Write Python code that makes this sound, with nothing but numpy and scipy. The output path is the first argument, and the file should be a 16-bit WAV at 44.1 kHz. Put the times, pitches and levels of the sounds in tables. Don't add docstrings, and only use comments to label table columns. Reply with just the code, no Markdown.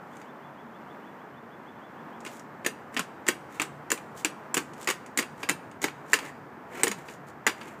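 import sys
import numpy as np
from scipy import signal
from scipy.fft import rfft, irfft
from scipy.io import wavfile

SR = 44100
rng = np.random.default_rng(int(sys.argv[2]) if len(sys.argv) > 2 else 0)


def put_to_file(sound):
    columns = np.atleast_2d(sound).T
    safe = np.clip(columns, -1, 1)
    whole_steps = np.round(safe * 32767)
    wavfile.write(sys.argv[1], SR, whole_steps.astype(np.int16))


N = 343980

# t/s, roll/s, touch clack/dB, touch rim/dB, flat clack/dB, flat rim/dB,
# knock re clack/dB, board f/Hz, sole f/Hz, grind/dB
FOOTFALLS = [(2.2492, .0133, -44, -47, -38, -48, -3, 320, 2900, -58),
             (2.647, .0153, -35, -48, -25, -29, -5.5, 397, 2000, -44),
             (2.9658, 0.027, -27, -42, -26.5, -33, -9, 250, 1650, -51),
             (3.266, .019, -38, -44, -20.5, -22.5, -4, 353, 2050, -47),
             (3.5975, .0195, -24.5, -37.5, -27.5, -30, -11, 350, 2250, -56),
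             (3.903, .0135, -32, -33, -26, -22.5, -6, 410, 1950, -51),
             (4.247, 0.0049, -24.5, -25.5, -30.5, -45, -9.5, 310, 2450, -54),
             (4.5686, 0.0075, -26.5, -29, -29, -31, -1, 335, 2650, -47),
             (4.8735, .0273, -25.5, -33, -27, -31.5, -10.5, 380, 1960, -39.5),
             (5.174, .0135, -29, -25.5, -24.5, -30, -7, 267, 2250, -35),
             (5.4889, .0056, -27, -33.5, -24.5, -26, -9, 250, 2150, -38.5),
             (5.8165, 0.024, -43, -40, -23, -30, -4, 325, 2330, -38.5),
             (6.132, .007, -15.5, -24.5, -28, -27, -21, 400, 1850, -46),
             (6.8334, 0.036, -24, -17.5, -28, -46, -1.5, 400, 2100, -50.5),
             (7.4659, .0071, -20.5, -26.5, -23, -31, -9.5, 345, 1950, -57)]
# t/s, clack/dB, rim/dB, sole f/Hz
TAPS = [(.168, -57, -58, 2300), (.215, -52.5, -63, 2490), (2.204, -62, -55.5, 2300),
        (2.274, -47, -51, 2300), (2.394, -60, -51.5, 2300), (2.9714, -31, -42, 1970),
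        (3.28, -39, -31.5, 2300), (3.975, -44, -50, 2300), (4.5425, -29, -24, 1090),
        (4.734, -55, -54.5, 2300), (4.8283, -53, -47, 2300), (4.887, -26, -36, 2100),
        (4.907, -33, -35, 1810), (5.0614, -53, -52.5, 2300), (5.2251, -36, -44, 2300),
        (5.4304, -32, -43, 1160), (5.7135, -55, -58.5, 2300), (5.88, -35, -60, 2060),
        (6.139, -24, -31, 2755), (6.188, -35, -44, 1590), (6.879, -42, -31, 1890),
        (6.914, -33, -35.5, 2060), (7.0846, -42.5, -66, 1920), (7.1361, -62, -57, 2300),
        (7.4929, -34, -46, 1870), (7.612, -41, -62, 1830)]
# t/s, start f/Hz, level/dB, t60/s
BOARD_FLEXES = [(2.985, 180, -34, 0.15), (5.496, 185.5, -33.5, 0.34), (6.896, 209, -32.5, 0.15),
                (6.944, 176, -44, 0.36)]
# f/Hz, level/dB, t60 before extra damping/s
DECK_MODES = [(182, -10, .16), (230.6, -3.5, .11), (259.5, -4.5, 0.079), (300, -0.5, 0.068),
              (350.6, -1, 0.049), (384, -5, 0.057), (431, -1.5, 0.082), (486.4, -3, 0.11),
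              (568, -6.5, 0.037), (744, 1.5, 0.021), (911, -4.5, .04)]
# f/Hz, width/Hz, level/dB
SOLE_RESONANCES = [(1135, 600, -1), (1736, 980, 0), (2290, 440, -1.5), (2780, 440, -2.5),
                   (3370, 700, -12.5), (4760, 320, -7.5)]
# f/Hz, width/Hz, level/dB
RIM_RESONANCES = [(4200, 1500, -6.5), (5800, 530, -2), (6900, 1100, 1), (8000, 510, 1), (8860, 610, 0.5),
                  (9480, 590, -4.5), (10640, 430, -1.5), (11600, 440, -5.5), (13430, 600, -3),
                  (14800, 800, -12)]
# peak t/s, half length/s, hiss/dB, rub/dB
DRAGS = [(.176, .1, -69, -70), (2.328, .065, -55.5, -55), (2.942, .014, -53.5, -48.5),
         (3.556, 0.046, -57, -51.5), (4.195, .03, -49.5, -55), (4.828, .05, -53.5, -56),
         (5.423, 0.042, -56, -54), (6.116, 0.04, -53.5, -55), (6.245, 0.051, -52.5, -41.5),
         (6.793, 0.063, -50.5, -39), (6.994, .024, -57.5, -49.5), (7.103, .046, -56, -58),
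         (7.287, .019, -57.5, -54), (7.65, 0.11, -60, -49)]
# f/Hz, density/dB
HISS_SPECTRUM = [(1500, -20.5), (3000, -2.5), (5000, -7.5), (7200, 0), (9500, -8), (12000, -9.5),
                 (15500, -12)]
# f/Hz, density/dB
RUB_SPECTRUM = [(120, -21), (250, 0.5), (400, 3.5), (620, -6), (1100, -7.5), (2100, -3), (3200, -19.5),
                (6000, -39.5)]
# delay/s, level/dB
WALL_ECHOES = [(.0052, -17), (0.0105, -19.5), (0.0237, -26), (.036, -34.5)]
# f/Hz, density/dB
TRAFFIC_SPECTRUM = [(42, -43), (75, -12.5), (125, -3.5), (150, -2), (240, 1.5), (340, -1), (600, -3),
                    (950, -1.5), (1750, -8.5), (2700, -22.5), (4000, -32.5), (7500, -37.5), (10200, -43.5),
                    (13300, -38)]


def steps(flat_pitch_ratio=.89, rebound_s=.0062, rebound_db=-15):
    out = np.zeros((2, N))
    for s, roll_s, *levels_db, knock_db, board_hz, sole_hz, _ in FOOTFALLS:
        touch_db, touch_rim_db, flat_db, flat_rim_db = levels_db
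        touch = s, touch_db, touch_rim_db, sole_hz
        flat = s + roll_s, flat_db, flat_rim_db, flat_pitch_ratio * sole_hz
        for at_s, db, rim_db, hz in touch, flat:
            add(out, at_s, blow(db, rim_db, knock_db, board_hz, hz))
            rebound = blow(db + rebound_db, rim_db + rebound_db, knock_db, board_hz, hz)
            add(out, at_s + rebound_s, rebound)
    for s, hz, db, t60_s in BOARD_FLEXES:
        add(out[0], s, undb(db) * board_flex(hz, t60_s))
    for s, db, rim_db, sole_hz in TAPS:
        add(out, s, blow(db, rim_db, knock_re_clack_db=-9.5, board_hz=378, sole_hz=sole_hz))
    return out


def blow(clack_db, rim_db, knock_re_clack_db, board_hz, sole_hz):
    t = np.arange(8192) / SR
    knock = attack_level(board_knock(t, board_hz), clack_db + knock_re_clack_db)
    sole_noise, cavity_tone = sole_clack(t, clack_db, sole_hz)
    rim_noise, edge_tone = rim_clink(t, rim_db)
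    return np.array([knock + sole_noise + rim_noise, cavity_tone + edge_tone])


def board_knock(t, centre_hz, focus_db=10.5, focus_octaves=.31):
    hz, db, t60_s = np.transpose(DECK_MODES)[:, :, None]
    detune, phase, uneven_db = rng.standard_normal((len(DECK_MODES), 3)).T[:, :, None]
    favour_db = focus_db * np.exp(-(np.log2(hz / centre_hz) / focus_octaves) ** 2)
    waves = np.sin(2 * np.pi * (hz * (1 + .037 * detune) * t + phase))
    modes = undb(db + favour_db + uneven_db) * fade(t, t60_s) * waves
    onset = 1 - np.exp(-t / .0008)
    return band(modes.sum(0) * onset * fade(t, .22), 190, 1600)


def sole_clack(t, db, cavity_hz, typical_db=-25.5):
    tone_share = np.clip(.38 + .033 * (db - typical_db), .14, .85)
    shell = noise(resonances(SOLE_RESONANCES), len(t)) * burst(t, .00067, .052)
    shell *= undb(2.7 * wander(600, len(t)))
    cavity = tone(t, cavity_hz, wobble=.078) * burst(t, .00057, .024)
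    return (np.sqrt(1 - tone_share) * attack_level(shell, db),
            np.sqrt(tone_share) * attack_level(cavity, db))


def rim_clink(t, db, typical_db=-29):
    hard_db = db - typical_db
    tone_share = np.clip(.42 + .05 * hard_db, .2, .85)
    edge_hz = 6850 + 85 * max(hard_db, 0)
    rim = noise(resonances(RIM_RESONANCES), len(t))
    rim = colour(rim, [(7000, .0051), (13000, .41 * hard_db)])
    rim *= burst(t, .0013, .014) + undb(-17.5) * burst(t, .0053, .058)
    rim *= undb(3.5 * wander(900, len(t)))
    edge = tone(t, edge_hz, wobble=.029) * burst(t, .00072, .013)
    return (np.sqrt(1 - tone_share) * attack_level(rim, db),
            np.sqrt(tone_share) * attack_level(edge, db))


def board_flex(start_hz, t60_s):
    t = np.arange(SR // 2) / SR
    hz = start_hz * (1 - .078 * (1 - np.exp(-t / .04)))
    return burst(t, .0044, t60_s) * sine(hz)


def scuffs(grind_lag_s=.019, grind_half_s=.0135, grind_rub_db=1.5, size=2 ** 15):
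    out = np.zeros(N)
    t = (np.arange(size) - size / 2) / SR
    grinds = [(s + grind_lag_s, grind_half_s, db, db + grind_rub_db) for s, *_, db in FOOTFALLS]
    for s, half_s, hiss_db, rub_db in grinds + DRAGS:
        swell = np.exp(-(t / half_s) ** 2) * undb(2.3 * wander(200, size))
        friction = rng.standard_normal(size) + 1.5 * grit(size)
        hiss = level(colour(friction, HISS_SPECTRUM), hiss_db)
        rub = undb(rub_db) * noise(RUB_SPECTRUM, size)
        scuff = swell * (hiss + rub)
        add(out, s + t[0], scuff[s + t >= 0])
    return out


def grit(size, clicks_per_s=700, spread_db=3.6):
    hits = rng.random(size) < clicks_per_s / SR
    strength = np.minimum(rng.exponential(size=size), 4)
    return level(hits * undb(spread_db * strength) * rng.choice([-1, 1], size) + 1e-9, 0)


def porch(x, block=8192):
    out = x.copy()
    for i in range(0, N, block):
        add(out, i / SR, signal.fftconvolve(x[i:i + block], porch_response()))
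    return out


def porch_response(size=16384):
    t = np.arange(size) / SR
    balusters = band(rng.standard_normal(size), 200, 12900, order=1)
    balusters *= (1 - np.exp(-t / .0039)) * fade(t, .15)
    yard = band(rng.standard_normal(size), 200, 6000, order=1) * fade(t, .65)
    response = energy_level(balusters + undb(-20) * yard, -10)
    for delay_s, db in WALL_ECHOES:
        smear = rng.standard_normal(size) * fade(t, .0044)
        add(response, delay_s, energy_level(smear, db))
    return response


def bird(start_s=.14, period_s=.155, count=14, whistle_db=-62.5, size=8192):
    out = np.zeros(N)
    t = np.arange(size) / SR - .1
    glide_hz = np.interp(t, [-.065, -.033, -.008, .008], [2650, 3000, 3440, 3500])
    swell = np.interp(t, [-.075, -.05, -.015, .005, .018], [0, .35, .7, .9, 0])
    for k, detune in enumerate(rng.standard_normal(count)):
        whistle = swell * sine(glide_hz * (1 + .006 * detune))
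        add(out, start_s + k * period_s + t[0], undb(whistle_db + 3 * wander(121, size)) * whistle)
    trees = rng.standard_normal(size) * fade(t - t[0], .55)
    return out + signal.fftconvolve(out, energy_level(trees, -2))[:N]


def traffic(wash_db=-45.5):
    wash = undb(wash_db) * noise(TRAFFIC_SPECTRUM, N)
    low = colour(wash, [(130, 8.5), (220, -29)])
    shift_db = np.interp(np.arange(N) / SR, [1.6, 3.5], [-3.5, 1])
    rumble = low * undb(.38 * shift_db + .5 * wander(8.2, N))
    rush = (wash - low) * undb(.7 * wander(4.304, N))
    lower_drone = level(band(rng.standard_normal(N), 141.7, 148.1), -60.5) * undb(shift_db)
    upper_drone = level(band(rng.standard_normal(N), 222, 235.2), -62.5) * undb(-shift_db)
    return rumble + rush + lower_drone + upper_drone


def undb(db):
    return 10 ** (np.asarray(db) / 20)


def level(x, db):
    return x * undb(db) / np.sqrt(np.mean(x ** 2))


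def attack_level(x, db):
    return x * undb(db) / np.sqrt(np.mean(x[:SR // 100] ** 2))


def energy_level(x, db):
    return x * undb(db) / np.sqrt(np.sum(x ** 2))


def add(out, at_s, x):
    i = max(int(at_s * SR), 0)
    out[..., i:i + x.shape[-1]] += x[..., :out.shape[-1] - i]


def colour(x, spectrum):
    hz, db = np.transpose(spectrum)
    bins_hz = np.maximum(np.fft.rfftfreq(len(x), 1 / SR), 1)
    gain_db = np.interp(np.log(bins_hz), np.log(hz), db)
    return irfft(rfft(x) * undb(gain_db), len(x))


def noise(spectrum, size):
    return level(colour(rng.standard_normal(size), spectrum), 0)


def resonances(modes):
    f = np.geomspace(100, 20000, 400)
    power = sum(undb(db) ** 2 / (1 + ((f / hz - hz / f) * hz / width_hz) ** 2) ** 1.4
                for hz, width_hz, db in modes)
    return np.transpose([f, 10 * np.log10(power)])


def band(x, lo_hz, hi_hz, order=2):
    return signal.sosfilt(signal.butter(order, [lo_hz, hi_hz], "band", fs=SR, output="sos"), x)


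def fade(t, t60_s):
    return np.exp(-np.log(1000) * t / t60_s)


def burst(t, rise_s, t60_s):
    return (1 - np.exp(-(t / rise_s) ** 2)) * fade(t, t60_s)


def wander(rate_hz, size):
    points = rng.standard_normal(int(size / SR * rate_hz) + 2)
    return np.interp(np.arange(size) / SR * rate_hz, np.arange(len(points)), points)


def sine(hz):
    return np.sin(2 * np.pi * np.cumsum(hz) / SR)


def tone(t, hz, wobble):
    return sine(hz * (1 + wobble * wander(640, len(t))))


def scene():
    spread, beamed = steps()
    return (porch(spread + scuffs()) + beamed + bird() + traffic())[None]


def record(dry, top_hz=15300):
    lowpass = signal.ellip(10, .2, 70, top_hz, fs=SR, output="sos")
    return signal.sosfilt(lowpass, np.tanh(1.11 * dry) / 1.09)


dry = scene()
out = record(dry)
put_to_file(out)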